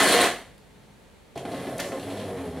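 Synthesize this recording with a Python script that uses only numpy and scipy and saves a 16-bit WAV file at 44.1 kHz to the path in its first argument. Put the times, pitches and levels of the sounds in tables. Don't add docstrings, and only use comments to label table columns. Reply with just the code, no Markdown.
import sys
import numpy as np
from scipy import signal
from scipy.fft import rfft, irfft
from scipy.io import wavfile
from scipy.ndimage import uniform_filter1d

SR = 44100
rng = np.random.default_rng(int(sys.argv[2]) if len(sys.argv) > 2 else 0)


def int16_out(signal):
    q = np.round(np.clip(np.atleast_2d(signal).T, -1, 1) * 32767)
    wavfile.write(sys.argv[1], SR, q.astype(np.int16))


def boost_factor(decibels):
    exponent = np.asarray(decibels, float) / 20
    return 10 ** exponent


N = 114660


def level(x, db):
    return x * boost_factor(db) / np.sqrt(np.mean(x ** 2))


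def conv(x, h):
    return signal.fftconvolve(x, h)[:N]


def band(x, hz, width_hz):
    return signal.lfilter(*signal.iirpeak(hz, hz / width_hz, SR), x)


def colour(x, points):
    freq_hz = np.arange(2049) * SR / 4096 + 1
    hz, db = np.array(points, float).T
    log_gain = np.interp(np.log(freq_hz), np.log(hz), db) * np.log(10) / 20
    cepstrum = irfft(log_gain)
    cepstrum[1:2048] *= 2
    cepstrum[2049:] = 0
    return conv(x, irfft(np.exp(rfft(cepstrum))))


def grit(per_s, spread_db):
    chance, sign, luck = rng.random((3, N))
    size = np.minimum(-np.log(1 - luck), 3)
    ticks = (chance < per_s / SR) * np.sign(sign - 0.5) * boost_factor(spread_db * size)
    return level(ticks, 0)


def walk(rate):
    hold = int(SR / rate)
    steps = np.repeat(rng.standard_normal(N // hold + 1), hold)
    smooth = uniform_filter1d(uniform_filter1d(steps, hold), hold)[:N]
    return smooth / smooth.std()


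def bursts(rows):
    t = np.arange(N) / SR
    total = 0
    for start_s, level_db, length_s, *_ in rows:
        late = np.maximum(t - start_s, 0)
        total = total + boost_factor(level_db) * (t >= start_s) * np.exp(-(late / length_s) ** 2)
    return total


def swell(t, row):
    return boost_factor(row[1]) * np.exp(-((t - row[0]) / row[2]) ** 2)


# pitch_hz, level_db (per Hz)
GRIND_TONE = [(35, -69), (60, -22.5), (254, -4.5), (706, -8), (1000, -7), (1750, -5), (5600, -14),
              (8700, -15.5), (15600, -24.5)]
# time_s, level_db
GRIND_LOAD = [
    (0.0, -14),
    (.025, -17.5),
    (0.06, -19.5),
    (.1, -18.5),
    (0.144, -18),
    (.19, -19),
    (0.23, -19.5),
]
GRIND_STOP_S, COAST_T60_S = 0.24, 0.41


def burrs(t):
    coast_db = -60 * np.maximum(t - GRIND_STOP_S, 0) / COAST_T60_S
    load_db = np.interp(t, *np.array(GRIND_LOAD).T) + coast_db
    cracks = grit(3000, 0.8)
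    return level(housing(colour(cracks, GRIND_TONE)), -1.23) * boost_factor(load_db + 1.0 * walk(41.8))


# start_s,
# level_db, length_s, pitch_hz
BEANS = [(0.027, -27.5, 0.079, 9240), (0.069, -29, 0.033, 4280), (0.087, -29.5, 0.013, 9400),
         (0.116, -28.5, 0.065, 4100), (0.12, -26.5, 0.04, 9400), (0.141, -23, 0.033, 712),
         (0.137, -18.5, 0.027, 476.4), (0.198, -30.5, 0.081, 1047), (0.209, -24, 0.025, 3840),
         (.212, -21.5, 0.011, 8850), (0.218, -26, 0.03, 712), (.3935, -50.5, 0.005, 10600),
         (.4575, -70, .004, 9600), (0.58, -53.5, 0.0037, 9400), (.579, -54.5, .004, 4500)]
BEAN_Q_AT_1K, BEAN_Q_SLOPE = 29, -0.75


def cracking_beans():
    chips = grit(6000, 1.7)
    out = 0
    for row in BEANS:
        hz = row[3]
        width_hz = hz / (BEAN_Q_AT_1K * (hz / 1000) ** BEAN_Q_SLOPE)
        out = out + band(chips * bursts([row]), hz, width_hz) * np.sqrt(SR / np.pi / width_hz)
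    return out


# time_s, shaft_hz, rumble_db, whine_db
MOTOR = [(1.38, 83.8, -40.5, -57), (1.45, 95.65, -40.5, -46), (1.5, 100.3, -35.5, -49),
         (1.561, 106.1, -36, -42), (1.68, 109, -35, -44), (1.76, 113.3, -36, -53), (1.849, 114.3, -37, -44),
         (1.899, 110.1, -38, -46), (1.948, 106.8, -37, -42), (2.019, 101.1, -36, -50),
         (2.121, 101.5, -35, -42), (2.239, 101.1, -37.5, -41), (2.291, 98.25, -35, -49),
         (2.34, 95.7, -38, -40.5), (2.39, 90.07, -36.5, -45), (2.452, 85.76, -34.5, -40),
         (2.53, 81.4, -38.5, -43), (2.6, 79.3, -37.5, -52)]
MOTOR_ON_S, MOTOR_RISE_S = 1.357, 0.0016


def brew_motor(t):
    when, shaft_hz, rumble_db, whine_db = np.array(MOTOR).T
    shaft_hz, rumble_db, whine_db = (np.interp(t, when, column) for column in (shaft_hz, rumble_db, whine_db))
    turn = 2 * np.pi * np.cumsum(shaft_hz * (1 + 0.0059 * walk(30.07))) / SR
    teeth = grit(4000, 1) * (1 + 0.14 * np.cos(turn))
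    noise = gear_rumble(teeth) + brush_hiss(t, turn, teeth, shaft_hz)
    tones = gear_whine(t, turn, whine_db) + shell_booms(t)
    on = np.clip((t - MOTOR_ON_S) / MOTOR_RISE_S, 0, 1)
    return on * noise * boost_factor(rumble_db), on * tones


# pitch_hz, level_db (per Hz)
RUMBLE_TONE = [(29, -70), (50, -21.5), (227, -3.5), (300, -6), (720, -9.5), (880, -13.5), (2500, -23),
               (10300, -35.5), (15600, -69)]
# pitch_hz, width_hz, level_db
TRAY = [(133, 23, -12.5), (183.4, 19, -12), (279, 21, -16)]


def gear_rumble(teeth):
    rumble = level(housing(colour(teeth, RUMBLE_TONE)), 0) * boost_factor(1.0 * walk(24.94))
    for hz, width_hz, db in TRAY:
        ring = band(band(teeth, hz, width_hz), hz, 2 * width_hz)
        rumble = rumble + level(ring, db + 1.7 * walk(6.73))
    return rumble


# pitch_hz, width_hz, level_db
SING = [(10600, 150, -30), (5530, 300, -26.5)]
# pitch_hz, width_hz, level_db
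BEARING = (5600, 3000, -31)
# start_s, end_s, pitch_hz, width_hz, level_db
SQUEAL = (1.93, 2.22, 7950, 70, -30)
BRUSH_DB_PER_HZ, FULL_HZ = 0.16, 110


def brush_hiss(t, turn, teeth, shaft_hz):
    rubbing = rng.standard_normal(N) * (1 + 0.1 * np.cos(turn))
    hiss = level(band(rubbing, 10300, 3500), -17.5)
    for hz, width_hz, db in SING:
        hiss = hiss + level(band(rubbing, hz, width_hz), db + 3 * walk(8))
    hz, width_hz, db = BEARING
    hiss = hiss + level(band(teeth, hz, width_hz), db)
    hiss = hiss * boost_factor(BRUSH_DB_PER_HZ * (shaft_hz - FULL_HZ))
    start_s, end_s, hz, width_hz, db = SQUEAL
    return hiss + (t > start_s) * (t < end_s) * level(band(rubbing, hz, width_hz), db)


# multiple of the shaft speed, level_db
ORDERS = [(1, -12), (2, -11), (3, -10), (4, -18), (5, -1.5), (10, -14)]
# centre_s, level_db, half_length_s
WHINE_SWELLS = [(1.545, -40, .015), (1.607, -42.5, .025), (1.8, -35.5, 0.012), (1.864, -42.5, 0.023),
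                (1.947, -33, 0.024), (2.242, -48, .025), (2.357, -41.5, 0.032), (2.457, -34, .025),
                (2.52, -44, 0.025)]
PRESS_S, PRESS_RISE_S, FREE_DB, PRESSED_DB = 1.93, 0.21, -49, -35


def gear_whine(t, turn, whine_db):
    press_db = np.interp(t, [PRESS_S, PRESS_S + PRESS_RISE_S], [FREE_DB, PRESSED_DB])
    swells = sum(swell(t, row) for row in WHINE_SWELLS)
    whine = 0
    for order, db in ORDERS:
        if order > 4:
            gain = boost_factor(whine_db - 4 + 3.2 * walk(35.06)) + swells
        else:
            gain = boost_factor(press_db + 3.2 * walk(35.06))
        tone = np.sqrt(2) * boost_factor(db) * gain * np.sin(order * turn + order * order)
        if order == 3:
            tone = band(tone, 276, 20)
        whine = whine + tone
    return whine


# centre_s, level_db, half_length_s, pitch_hz
BOOMS = [(1.383, -43, .03, 132), (1.44, -44, 0.036, 130), (1.455, -40.5, 0.014, 670),
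         (1.535, -36.5, 0.024, 695), (1.545, -47, .015, 395), (1.553, -34, 0.015, 272),
         (1.596, -41, 0.022, 133), (1.675, -38.5, 0.012, 665), (1.746, -40.5, 0.033, 130),
         (1.826, -42, 0.032, 185), (1.983, -34.5, 0.02, 280), (2.04, -43, 0.016, 280),
         (2.123, -44, .03, 270), (2.28, -43, .035, 275), (2.375, -42, .035, 132),
         (2.406, -34.5, 0.038, 274), (2.48, -36, 0.023, 258), (2.561, -35.5, 0.032, 264)]


def shell_booms(t):
    shake = 2 * np.pi * np.cumsum(1 + 0.008 * walk(40.2)) / SR
    return sum(np.sqrt(2) * swell(t, row) * np.sin(row[3] * shake) for row in BOOMS)


# start_s, level_db, rattle_length_s
KNOCKS = [(1.3575, -30.5, 0.015), (1.371, -40.5, .012), (1.431, -41, 0.007), (1.45, -31, 0.015),
          (1.472, -35.5, 0.018), (1.517, -34, 0.012), (1.536, -35, 0.029), (1.669, -31.5, 0.013),
          (1.796, -31, 0.0039), (1.823, -37.5, 0.011), (1.893, -39, 0.0055), (1.924, -34.5, 0.026),
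          (1.978, -33.5, 0.0093)]
# pitch_hz, width_hz, level_db
KNOCK_MODES = [(135, 25, -9), (275, 40, -4), (320, 40, -4), (372, 40, -3), (700, 60, 2)]


def gear_knocks():
    hits = grit(2500, 2.4) * bursts(KNOCKS)
    for start_s, db, _ in KNOCKS:
        hits[int(start_s * SR)] += boost_factor(db + 20)
    hits = signal.sosfilt(signal.butter(4, 760, fs=SR, output="sos"), hits)
    out = 0
    for hz, width_hz, db in KNOCK_MODES:
        out = out + band(hits, hz, width_hz) * boost_factor(db) * np.sqrt(SR / np.pi / width_hz)
    return out * boost_factor(-5)


# start_s, level_db, pitch_hz, ring_width_hz
BLOWS = [
    (1.359, -25, 620, 180),
    (1.4515, -29, 680, 180),
    (1.5185, -31, 700, 200),
    (1.5365, -27, 560, 200),
    (1.7975, -22, 690, 150),
    (1.8235, -24, 800, 400),
    (1.8935, -24, 560, 300),
    (1.979, -24, 400, 250),
]


def shell_blows(t):
    out = 0
    for start_s, db, hz, width_hz in BLOWS:
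        late = np.maximum(t - start_s, 0)
        out = out + boost_factor(db) * np.exp(-np.pi * width_hz * late) * np.sin(2 * np.pi * hz * late)
    return out


# start_s, level_db, fall_s, pitch_hz
SCRAPES = [(1.358, -45, .025, 2500), (1.374, -45, .025, 2700), (1.392, -50, .02, 4300),
           (1.451, -43, .02, 1700), (1.516, -47, .03, 3800), (1.541, -41, .04, 2100),
           (1.597, -46, .04, 2300), (1.667, -47, .025, 1700), (1.781, -48, .02, 3500),
           (1.797, -38, .065, 2200), (1.799, -41, .06, 5200), (1.858, -49, .025, 6000),
           (1.884, -50, .02, 6000), (1.918, -43, .035, 1300), (1.995, -44, .04, 3200),
           (2.03, -45, .04, 2900), (2.1, -46, .04, 3100), (2.17, -45, .04, 2900), (2.195, -46, .04, 3000),
           (2.365, -47, .08, 2000)]


def rail_scrapes(t):
    rub = grit(6000, 1.9)
    out = 0
    for start_s, db, fall_s, hz in SCRAPES:
        late = t - start_s
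        shape = np.clip(late / 0.002, 0, 1) * np.exp(-np.maximum(late, 0) / fall_s)
        scrape = level(housing(band(rub, hz, 0.61 * hz)), db)
        out = out + shape * boost_factor(2.1 * walk(60)) * scrape
    return out


# start_s, level_db, length_s, pitch_hz
CLICKS = [(1.3585, -53, .005, 9500), (1.3554, -49, 0.0037, 4500), (1.375, -42.5, .004, 5000),
          (1.3775, -43, 0.0048, 7800), (1.517, -54, .003, 7300), (1.781, -35, 0.005, 9000),
          (1.7806, -41, 0.0044, 5500), (1.7964, -34.5, .013, 11000), (1.798, -32.5, 0.0072, 6400),
          (1.801, -30, 0.01, 4730), (1.802, -34, .005, 9500), (1.811, -49, .012, 7500),
          (1.792, -34, 0.023, 1840)]
# start_s, level_db, length_s, pitch_hz
CHUTE = (0.252, -35, .035, 2800)


def latch_and_chute():
    snap = grit(14000, 1.1)
    out = 0
    for row in CLICKS + [CHUTE]:
        hz = row[3]
        click = band(band(snap, hz, 0.61 * hz), hz, 1.2 * hz)
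        out = out + level(click, 0) * bursts([row])
    return out


# pitch_hz, width_hz, level_db
HOUSING = [(129, 8.4, -6), (283, 50, -1), (407, 32, 0), (497, 132, 2), (645, 100, 0.5), (712, 26, -1.5),
           (1043, 47, -5), (1420, 20, -32), (1784, 170, -6.5), (2020, 96, -10.5), (3220, 380, -8.5),
           (4100, 330, -12), (8700, 340, -17), (10100, 740, -14)]


def housing(x):
    return boost_factor(-1.5) * x + sum(band(x, hz, width_hz) * boost_factor(db) for hz, width_hz, db in HOUSING)


ROOM_T60_S, ROOM_TOP_T60_S, ROOM_DB, ROOM_DELAY_S = 0.36, 0.24, -8, 0.00414


def room(x):
    t = np.arange(int(SR * 0.8)) / SR
    echoes = rng.standard_normal(len(t)) * (t > ROOM_DELAY_S)
    low = signal.lfilter(*signal.butter(1, 5000, fs=SR), echoes)
    tail = low * boost_factor(-60 * t / ROOM_T60_S) + (echoes - low) * boost_factor(-60 * t / ROOM_TOP_T60_S)
    return conv(x, tail / np.sqrt(np.sum(tail ** 2)))


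# pitch_hz, level_db (per Hz)
KITCHEN_TONE = [(18, -17), (30, -8.5), (75, -4.5), (203, -7), (342, -12.5), (444, -10), (1200, -22),
                (2020, -22.5), (15600, -36)]
# pitch_hz, level_db
HUM = [(48.4, -63), (199.2, -66.5), (441.4, -72), (882.9, -72.5)]


def kitchen(t):
    mid, side = (level(colour(rng.standard_normal(N), KITCHEN_TONE), -53.8) for _ in range(2))
    hum = 0
    for hz, db in HUM:
        hum = hum + np.sqrt(2) * boost_factor(db + 2.0 * walk(5.1)) * np.sin(2 * np.pi * hz * t)
    return mid * boost_factor(1.0 + 0.5 * walk(2.73)) + hum, side * boost_factor(-3.5)


WHINE_ROOM = 0.25
SIDE_HZ, SIDE_DB, SIDE_BASS_DB, LEFT_DB = 4700, -4, -27, 1


def scene():
    t = np.arange(N) / SR
    gears, whine = brew_motor(t)
    brew_unit = gear_knocks() + shell_blows(t) + rail_scrapes(t) + latch_and_chute()
    machine = burrs(t) + cracking_beans() + gears + brew_unit + WHINE_ROOM * whine
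    mid = machine + boost_factor(ROOM_DB) * room(machine) + (1 - WHINE_ROOM) * whine

    scatter = rng.standard_normal(5000) * np.exp(-np.arange(5000) / 1300.0)
    scattered = conv(machine, scatter / np.sqrt(np.sum(scatter ** 2)))
    other = scattered + boost_factor(ROOM_DB) * room(machine)
    steep = signal.butter(3, SIDE_HZ, "high", fs=SR, output="sos")
    side = boost_factor(SIDE_DB) * signal.sosfilt(steep, other)
    side = side + boost_factor(SIDE_BASS_DB) * band(other, 800, 1200)
    side = side + (boost_factor(LEFT_DB) - 1) / 2 * signal.sosfilt(steep, mid)

    tone_mid, tone_side = kitchen(t)
    mid, side = mid + tone_mid, side + tone_side
    return np.array([mid + side, mid - side])


def band_limit(x):
    return signal.sosfilt(signal.butter(12, 15760, fs=SR, output="sos"), x)


# pitch_hz, level_db
MIC = [(25, -12), (50, -1.5), (4400, -0.5), (4900, -5), (8000, -2), (11500, -2), (13400, -9.5), (15500, -7)]
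# pitch_hz, width_hz, depth (0-1)
TREBLE_NOTCH = (13450, 250, .6)


def record(dry):
    notch_hz, width_hz, depth = TREBLE_NOTCH
    heard = np.array([colour(ch - depth * band(ch, notch_hz, width_hz), MIC) for ch in dry])
    top_cut = signal.ellip(8, 0.2, 70, 15760, fs=SR, output="sos")
    mix = signal.sosfilt(top_cut, heard)
    return band_limit(mix)


dry = scene()
out = record(dry)
int16_out(out)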